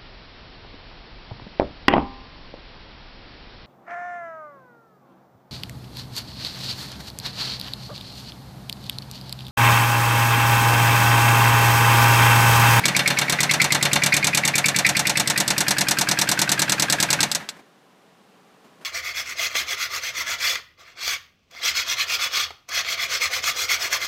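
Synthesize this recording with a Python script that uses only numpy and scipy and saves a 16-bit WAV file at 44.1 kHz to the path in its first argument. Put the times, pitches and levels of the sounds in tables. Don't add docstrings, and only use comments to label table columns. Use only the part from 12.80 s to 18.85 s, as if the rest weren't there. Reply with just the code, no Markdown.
import sys
import numpy as np
from scipy import signal
from scipy.fft import rfft, irfft, next_fast_len
from scipy.io import wavfile

SR = 44100
rng = np.random.default_rng(int(sys.argv[2]) if len(sys.argv) > 2 else 0)


def dump_mix(stems):
    frames = np.atleast_2d(stems).T
    limited = np.clip(frames, -1, 1)
    pcm = np.round(limited * 32767).astype(np.int16)
    wavfile.write(sys.argv[1], SR, pcm)


N = 266760
TIME = np.arange(N) / SR
AGE = np.arange(SR // 4) / SR
IDLE_RPM, SWITCH_OFF_S = 1170, 4.45
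SCATTER_DB, SCATTER_DB_OCT = 0.36, 1

# time_s, speed_rpm
SPEED = [(0.0, 1103.4), (0.3, 1071.1), (0.7, 1135.8), (1.5, 1157.8), (1.8, 1158.7), (2.2, 1170.6),
         (3.45, 1189.0), (4.27, 1170.8), (4.43, 1196.7), (4.53, 878.6), (4.68, 488.0), (4.78, 0.0)]
# time_s, level_db
THROB = [(0, -32), (.45, -34), (1.1, -28), (1.4, -31), (2.6, -32.5), (4.4, -31.5)]


def ticks(block, gain_db, block_db, tilt_db_oct, slow_db, slow_db_oct):
    # time_s, level_db
    strength = [(.05, -14), (.5, -18), (.85, -15.5), (1.13, -15.5), (1.35, -18), (2.8, -18), (3.3, -18),
                (3.9, -18.5), (4.4, -16.5)]
    # freq_hz, level_db
    colour = [(80, -55.5), (300, -9.5), (900, -7), (1500, -4.5), (2300, -2.5), (2900, -7.5), (3600, 4.5),
              (5000, 2), (6500, -2), (8100, 2), (9200, -8), (12000, -8), (15200, -19)]
    times = cycle_times(0)
    chance = rng.standard_normal((len(times), 2))
    levels_db = curve(strength, times) + slow_db * halvings(times) + SCATTER_DB * chance[:, 0]
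    tilts = tilt_db_oct + slow_db_oct * halvings(times) + SCATTER_DB_OCT * chance[:, 1]
    shape = blow_shape(attack_s=.0002, crack_t60_s=.051, tail_db=-4, tail_t60_s=.061,
                       echo_s=.006, echo_db=-13.5, snap_db=-7)
    rings = dense_modes(colour, times, fresh=.23, count=6)
    track = np.zeros(N)
    for s, db, tilt, modes in zip(times, levels_db, tilts, rings):
        tick = shape * tilted(modes, tilt, pivot_hz=5500) + amp(block_db) * block
        add(track, s - .0002, amp(db + gain_db) * unit_onset(tick, samples=660))
    return track


def knocks(block, lag_cycles, crack_db, clonk_db, block_db, hollow_db, hard_db_oct, soft_db_oct):
    # time_s, softness
    cushion = [(.08, .55), (.19, 1), (.41, .95), (.62, .2), (.85, .38), (1.15, 0.95), (1.27, .2),
               (2.1, .15), (3.1, .04), (4.43, 0.01)]
    # freq_hz, level_db
    crack_colour = [(100, -72), (500, -23.5), (1500, -21.5), (3000, -12.5), (4200, 0), (5000, -3),
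                    (6000, 3), (7000, -1.5), (8200, -2), (9200, -8), (11300, -9.5), (13000, -13.5),
                    (15200, -23.5)]
    # freq_hz, level_db
    clonk_colour = [(80, -68), (200, -3.5), (450, -10), (620, -12), (900, 3), (1130, -1.5), (1600, 2.5),
                    (2200, 2.5), (2800, -1.5), (4000, -2.5), (8000, -18), (15000, -32.5)]
    times = cycle_times(lag_cycles)
    crack_shape = blow_shape(attack_s=.0004, crack_t60_s=.041, tail_db=-4.5, tail_t60_s=.083,
                             echo_s=.005, echo_db=-6.5, snap_db=0)
    cracks = dense_modes(crack_colour, times, fresh=.15, count=6)
    clonks = rise(.0026) * fade(.089) * dense_modes(clonk_colour, times, fresh=.58)
    track = np.zeros(N)
    for s, soft, slow, crack, clonk in zip(times, curve(cushion, times), halvings(times), cracks, clonks):
        firing_db = curve(THROB, s) + 32
        force = amp(.35 * firing_db + SCATTER_DB * rng.standard_normal())
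        tilt = hard_db_oct + soft_db_oct * soft + SCATTER_DB_OCT * rng.standard_normal()
        crack = unit_onset(crack_shape * tilted(crack, tilt, pivot_hz=4995), samples=660)
        clonk = unit_onset(clonk + amp(block_db + 4.5 * soft) * block, samples=1100)
        add(track, s - .0004 - .0015 * soft, force * amp(crack_db - 10.5 * soft - 3.5 * slow) * crack)
        add(track, s, force * amp(clonk_db + 5.5 * soft - 8 * slow) * clonk)
        add(track, s, force * amp(hollow_db - 2 * soft - 8 * slow) * bay_hollow())
    return track


def block_ring():
    # freq_hz, level_db, t60_s
    modes = [(575.4, 2.5, 0.2), (860, -2.5, 0.14), (1310, 1, 0.079), (1604, 5, 0.11), (1980, -9, 0.27),
             (2266, 3.5, 0.17), (2300, -10.5, 0.12), (2790, 12, 0.0678), (3590, 10.5, .11),
             (4220, 6.5, .11), (5300, -2.5, .09), (6040, -0.5, 0.15), (7900, -18.5, 0.051)]
    ring = sum(amp(db) * fade(t60_s) * np.sin(2 * np.pi * hz * AGE + rng.uniform(0, 2 * np.pi))
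               for hz, db, t60_s in modes)
    return ring * rise(.000675)


def bay_hollow():
    # freq_hz, level_db, peak_s, half_length_s
    resonances = [(1418, -9.5, 0.007, 0.0096), (1050, -4.5, 0.012, 0.0037), (895, -4, 0.0056, 0.0092),
                  (720.7, .5, 0.02, 0.0072), (616.5, -5.5, 0.0048, 0.0067), (589.5, -3, 0.026, 0.004)]
    swells = sum(amp(db + 2 * rng.standard_normal()) * np.exp(-((AGE - peak_s) / half_s) ** 2)
                 * np.sin(2 * np.pi * hz * AGE) for hz, db, peak_s, half_s in resonances)
    return swells * rise(.0013)


def chirps(gain_db, lead_s, peak_s, slack_hz, glide_s, overtone_db, scrape_db, bay_db, echo_s, echo_db):
    # time_s, level_db
    strength = [(.04, -22.5), (.25, -17.5), (.48, -25), (.78, -14.5), (1.01, -26.5), (1.11, -26),
                (1.31, -14.5), (1.43, -21), (1.74, -21), (1.84, -18), (1.95, -23.5), (2.05, -14),
                (2.15, -22), (2.36, -22.5), (2.45, -33), (2.56, -22.5), (2.66, -36), (2.8, -26.5),
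                (3.4, -25), (4.1, -27.5), (4.39, -26)]
    # time_s, pitch_hz
    pitch = [(0, 2247), (2.3, 2316), (2.7, 1813), (3.15, 1596), (4.4, 1616)]
    # freq_hz, level_db
    flutter_colour = [(400, -4), (900, -42.5), (2000, -90.5)]
    scrape_colour = [(900, -21.5), (1550, -.5), (2000, -3.5), (2550, 8.5), (3000, -16.5), (4000, -9.5),
                     (5000, -7.5), (6000, -18), (15000, -29)]
    swell = (AGE / peak_s * np.exp(1 - AGE / peak_s)) ** 3
    tension = 1.27 * rise(glide_s)
    bay_reverb = unit(rng.standard_normal(len(AGE)) * fade(.1) * (AGE > .004)) / np.sqrt(len(AGE))
    track = np.zeros(N)
    for s in cycle_times(0) - lead_s:
        db = curve(strength, s) + run_down_db(s, db_per_s=-450)
        mid_hz = curve(pitch, s) * (1 + .032 * rng.standard_normal())
        grip, slip = (noise(flutter_colour, len(AGE)) for _ in range(2))
        pitch_hz = (slack_hz + (mid_hz - slack_hz) * tension) * (1 + .039 * slip)
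        phase = 2 * np.pi * np.cumsum(pitch_hz) / SR
        tone = (1 + .36 * grip) * (np.sin(phase) + amp(overtone_db) * np.sin(2 * phase))
        scrape = amp(scrape_db - .32 * (db + 13)) * noise(scrape_colour, len(AGE))
        squeak = swell * (tone + scrape)
        squeak += amp(bay_db) * signal.fftconvolve(squeak, bay_reverb)[:len(AGE)]
        squeak = amp(db + gain_db) * unit_onset(squeak, samples=750)
        add(track, s, squeak)
        add(track, s + echo_s, amp(echo_db) * squeak)
    return track


def throb(gain_db, scatter_db, low_cut_hz):
    # after_tick_cycles, level_db
    firings = [(.215, .3), (.412, -7.6), (.735, -15), (.957, .6)]
    # freq_hz, level_db, t60_s
    modes = [(103, -9, .22), (139.6, 5.9, 0.17), (173, 11.5, 0.059), (232, -1, 0.11), (305, 3.5, .09)]
    boom = rise(.003) * sum(amp(db) * fade(t60_s) * np.sin(2 * np.pi * hz * AGE)
                            for hz, db, t60_s in modes)
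    low_cut = signal.butter(3, low_cut_hz, 'high', fs=SR, output='sos')
    boom = unit_onset(signal.sosfilt(low_cut, boom), samples=4400)
    track = np.zeros(N)
    for lag_cycles, db in firings:
        for s in cycle_times(lag_cycles):
            strength_db = curve(THROB, s) + run_down_db(s, db_per_s=-190)
            strength_db += scatter_db * rng.standard_normal()
            add(track, s, amp(strength_db + db + gain_db) * boom)
    return track


def whirr(fresh, surge_db, surge_lag_cycles):
    # time_s, level_db
    strength = [(0, -28), (1.2, -29.5), (2.2, -31), (3.4, -30.5), (4.44, -30), (4.5, -35.5), (4.58, -39),
                (4.61, -34.5), (4.64, -38.5), (4.68, -47), (4.75, -49), (4.83, -60), (4.95, -64.5)]
    # freq_hz, level_db
    colour = [(20, -17.5), (50, -12.5), (90, -16.5), (170, 6.5), (400, -6.5), (580, -5.5), (800, -1.5),
              (1150, -5), (1800, 0), (2600, -6.5), (3500, -11), (6000, -17.5), (10000, -25), (15200, -31.5)]
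    times = cycle_times(0)
    cycle_s = np.median(np.diff(times))
    window = np.sin(np.pi * np.minimum(AGE / (2 * cycle_s), 1))
    repeating = np.zeros(N)
    for s, grain in zip(times, dense_modes(colour, times, fresh=0)):
        add(repeating, s - .06, window * grain)
    rush = np.sqrt(1 - fresh) * repeating + np.sqrt(fresh) * noise(colour, N)
    surge = amp(surge_db * np.cos(2 * np.pi * (cycles() - surge_lag_cycles)) * (TIME < SWITCH_OFF_S))
    return amp(curve(strength, TIME)) * surge * rush


def surroundings():
    # time_s, level_db
    strength = [(0, -42.5), (5.05, -56.5), (5.45, -55.5), (5.65, -55), (6.05, -54.5)]
    # freq_hz, level_db
    colour = [(15, -85.5), (25, -59), (172, -5.5), (197, -4.5), (328, -9.5), (429, -7), (714, -12),
              (774, -7), (909, -16), (986, -10.5), (1980, -21), (2880, -21), (15200, -39)]
    # start_s, level_db, t60_s
    rustles = [(4.763, -47, 0.1), (4.789, -46.5, 0.078), (5.84, -52, 0.22), (6.008, -48.5, 0.28)]
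    # freq_hz, level_db
    rustle_colour = [(80, -24), (200, 5.5), (900, 0.5), (2000, -6.5), (5000, -16), (15000, -27)]
    track = amp(curve(strength, TIME)) * noise(colour, N)
    for s, db, t60_s in rustles:
        shape = rise(.0053) * fade(t60_s)
        add(track, s, amp(db) * shape / shape.max() * noise(rustle_colour, len(AGE)))
    return track


def dense_modes(colour, times, fresh, count=4):
    views = np.array([noise(colour, len(AGE)) for _ in range(count)])
    position = times[:, None] / times[-1] * (count - 1)
    weights = np.maximum(1 - np.abs(position - np.arange(count)), 0)
    new = np.array([noise(colour, len(AGE)) for _ in times])
    return np.sqrt(1 - fresh) * np.sqrt(weights) @ views + np.sqrt(fresh) * new


def blow_shape(attack_s, crack_t60_s, tail_db, tail_t60_s, echo_s, echo_db, snap_db):
    snap = amp(snap_db) * fade(.008)
    crack = fade(crack_t60_s)
    echo = amp(echo_db) * np.interp(AGE - echo_s, AGE, crack, left=0)
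    tail = amp(tail_db) * fade(tail_t60_s)
    return rise(attack_s) * np.sqrt(snap ** 2 + crack ** 2 + echo ** 2 + tail ** 2)


def cycles(first_tick_cycles=.5039):
    return np.cumsum(curve(SPEED, TIME)) / SR / 120 - first_tick_cycles


def cycle_times(lag_cycles):
    run = cycles()
    marks = np.arange(-1, run[-1]) + lag_cycles
    return np.interp(marks[(marks > run[0]) & (marks < run[-1])], run, TIME)


def halvings(s):
    return np.log2(IDLE_RPM / np.maximum(curve(SPEED, s), 1))


def run_down_db(s, db_per_s):
    return db_per_s * np.maximum(s - SWITCH_OFF_S, 0)


def tilted(x, db_oct, pivot_hz):
    hz = np.fft.rfftfreq(len(x), 1 / SR)
    return irfft(rfft(x) * amp(db_oct * np.log2(np.maximum(hz / pivot_hz, .5))), len(x))


def noise(colour, samples):
    hz, db = np.transpose(colour)
    gain = amp(np.interp(np.log(np.fft.rfftfreq(samples, 1 / SR) + 1), np.log(hz), db))
    return unit(irfft(rfft(rng.standard_normal(samples)) * gain, samples))


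def rise(tau_s):
    return 1 - np.exp(-AGE / tau_s)


def fade(t60_s):
    return amp(-60 * AGE / t60_s)


def curve(rows, s):
    return np.interp(s, *np.transpose(rows))


def amp(db):
    return 10 ** (np.asarray(db) / 20)


def unit(x):
    return unit_onset(x, len(x))


def unit_onset(x, samples):
    return x / np.sqrt(np.mean(x[:samples] ** 2) + 1e-20)


def add(track, start_s, sound):
    start = max(round(start_s * SR), 0)
    part = track[start:start + len(sound)]
    part += sound[:len(part)]


def scene():
    block = block_ring()
    mix = ticks(block, gain_db=-.5, block_db=-26.5, tilt_db_oct=.68, slow_db=-8, slow_db_oct=-1.8)
    mix += knocks(block, lag_cycles=.2487, crack_db=-17.5, clonk_db=-24, block_db=-21.5,
                  hollow_db=-27.5, hard_db_oct=-.41, soft_db_oct=7.2)
    mix += chirps(gain_db=.5, lead_s=.0198, peak_s=.0062, slack_hz=1543, glide_s=.0056,
                  overtone_db=-16, scrape_db=-9.5, bay_db=-3, echo_s=.018, echo_db=-10.5)
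    mix += throb(gain_db=-5, scatter_db=.1, low_cut_hz=104.76)
    mix += whirr(fresh=.6, surge_db=2.5, surge_lag_cycles=.38)
    mix += surroundings()
    return mix[None]


def record(dry, ceiling=.8, top_hz=15500):
    limited = dry / (1 + (dry / ceiling) ** 6) ** (1 / 6)
    size = next_fast_len(N + SR // 4)
    hz = np.fft.rfftfreq(size, 1 / SR)
    return irfft(rfft(limited, size) / (1 + (hz / top_hz) ** 120), size)[:, :N]


dry = scene()
out = record(dry)
dump_mix(out)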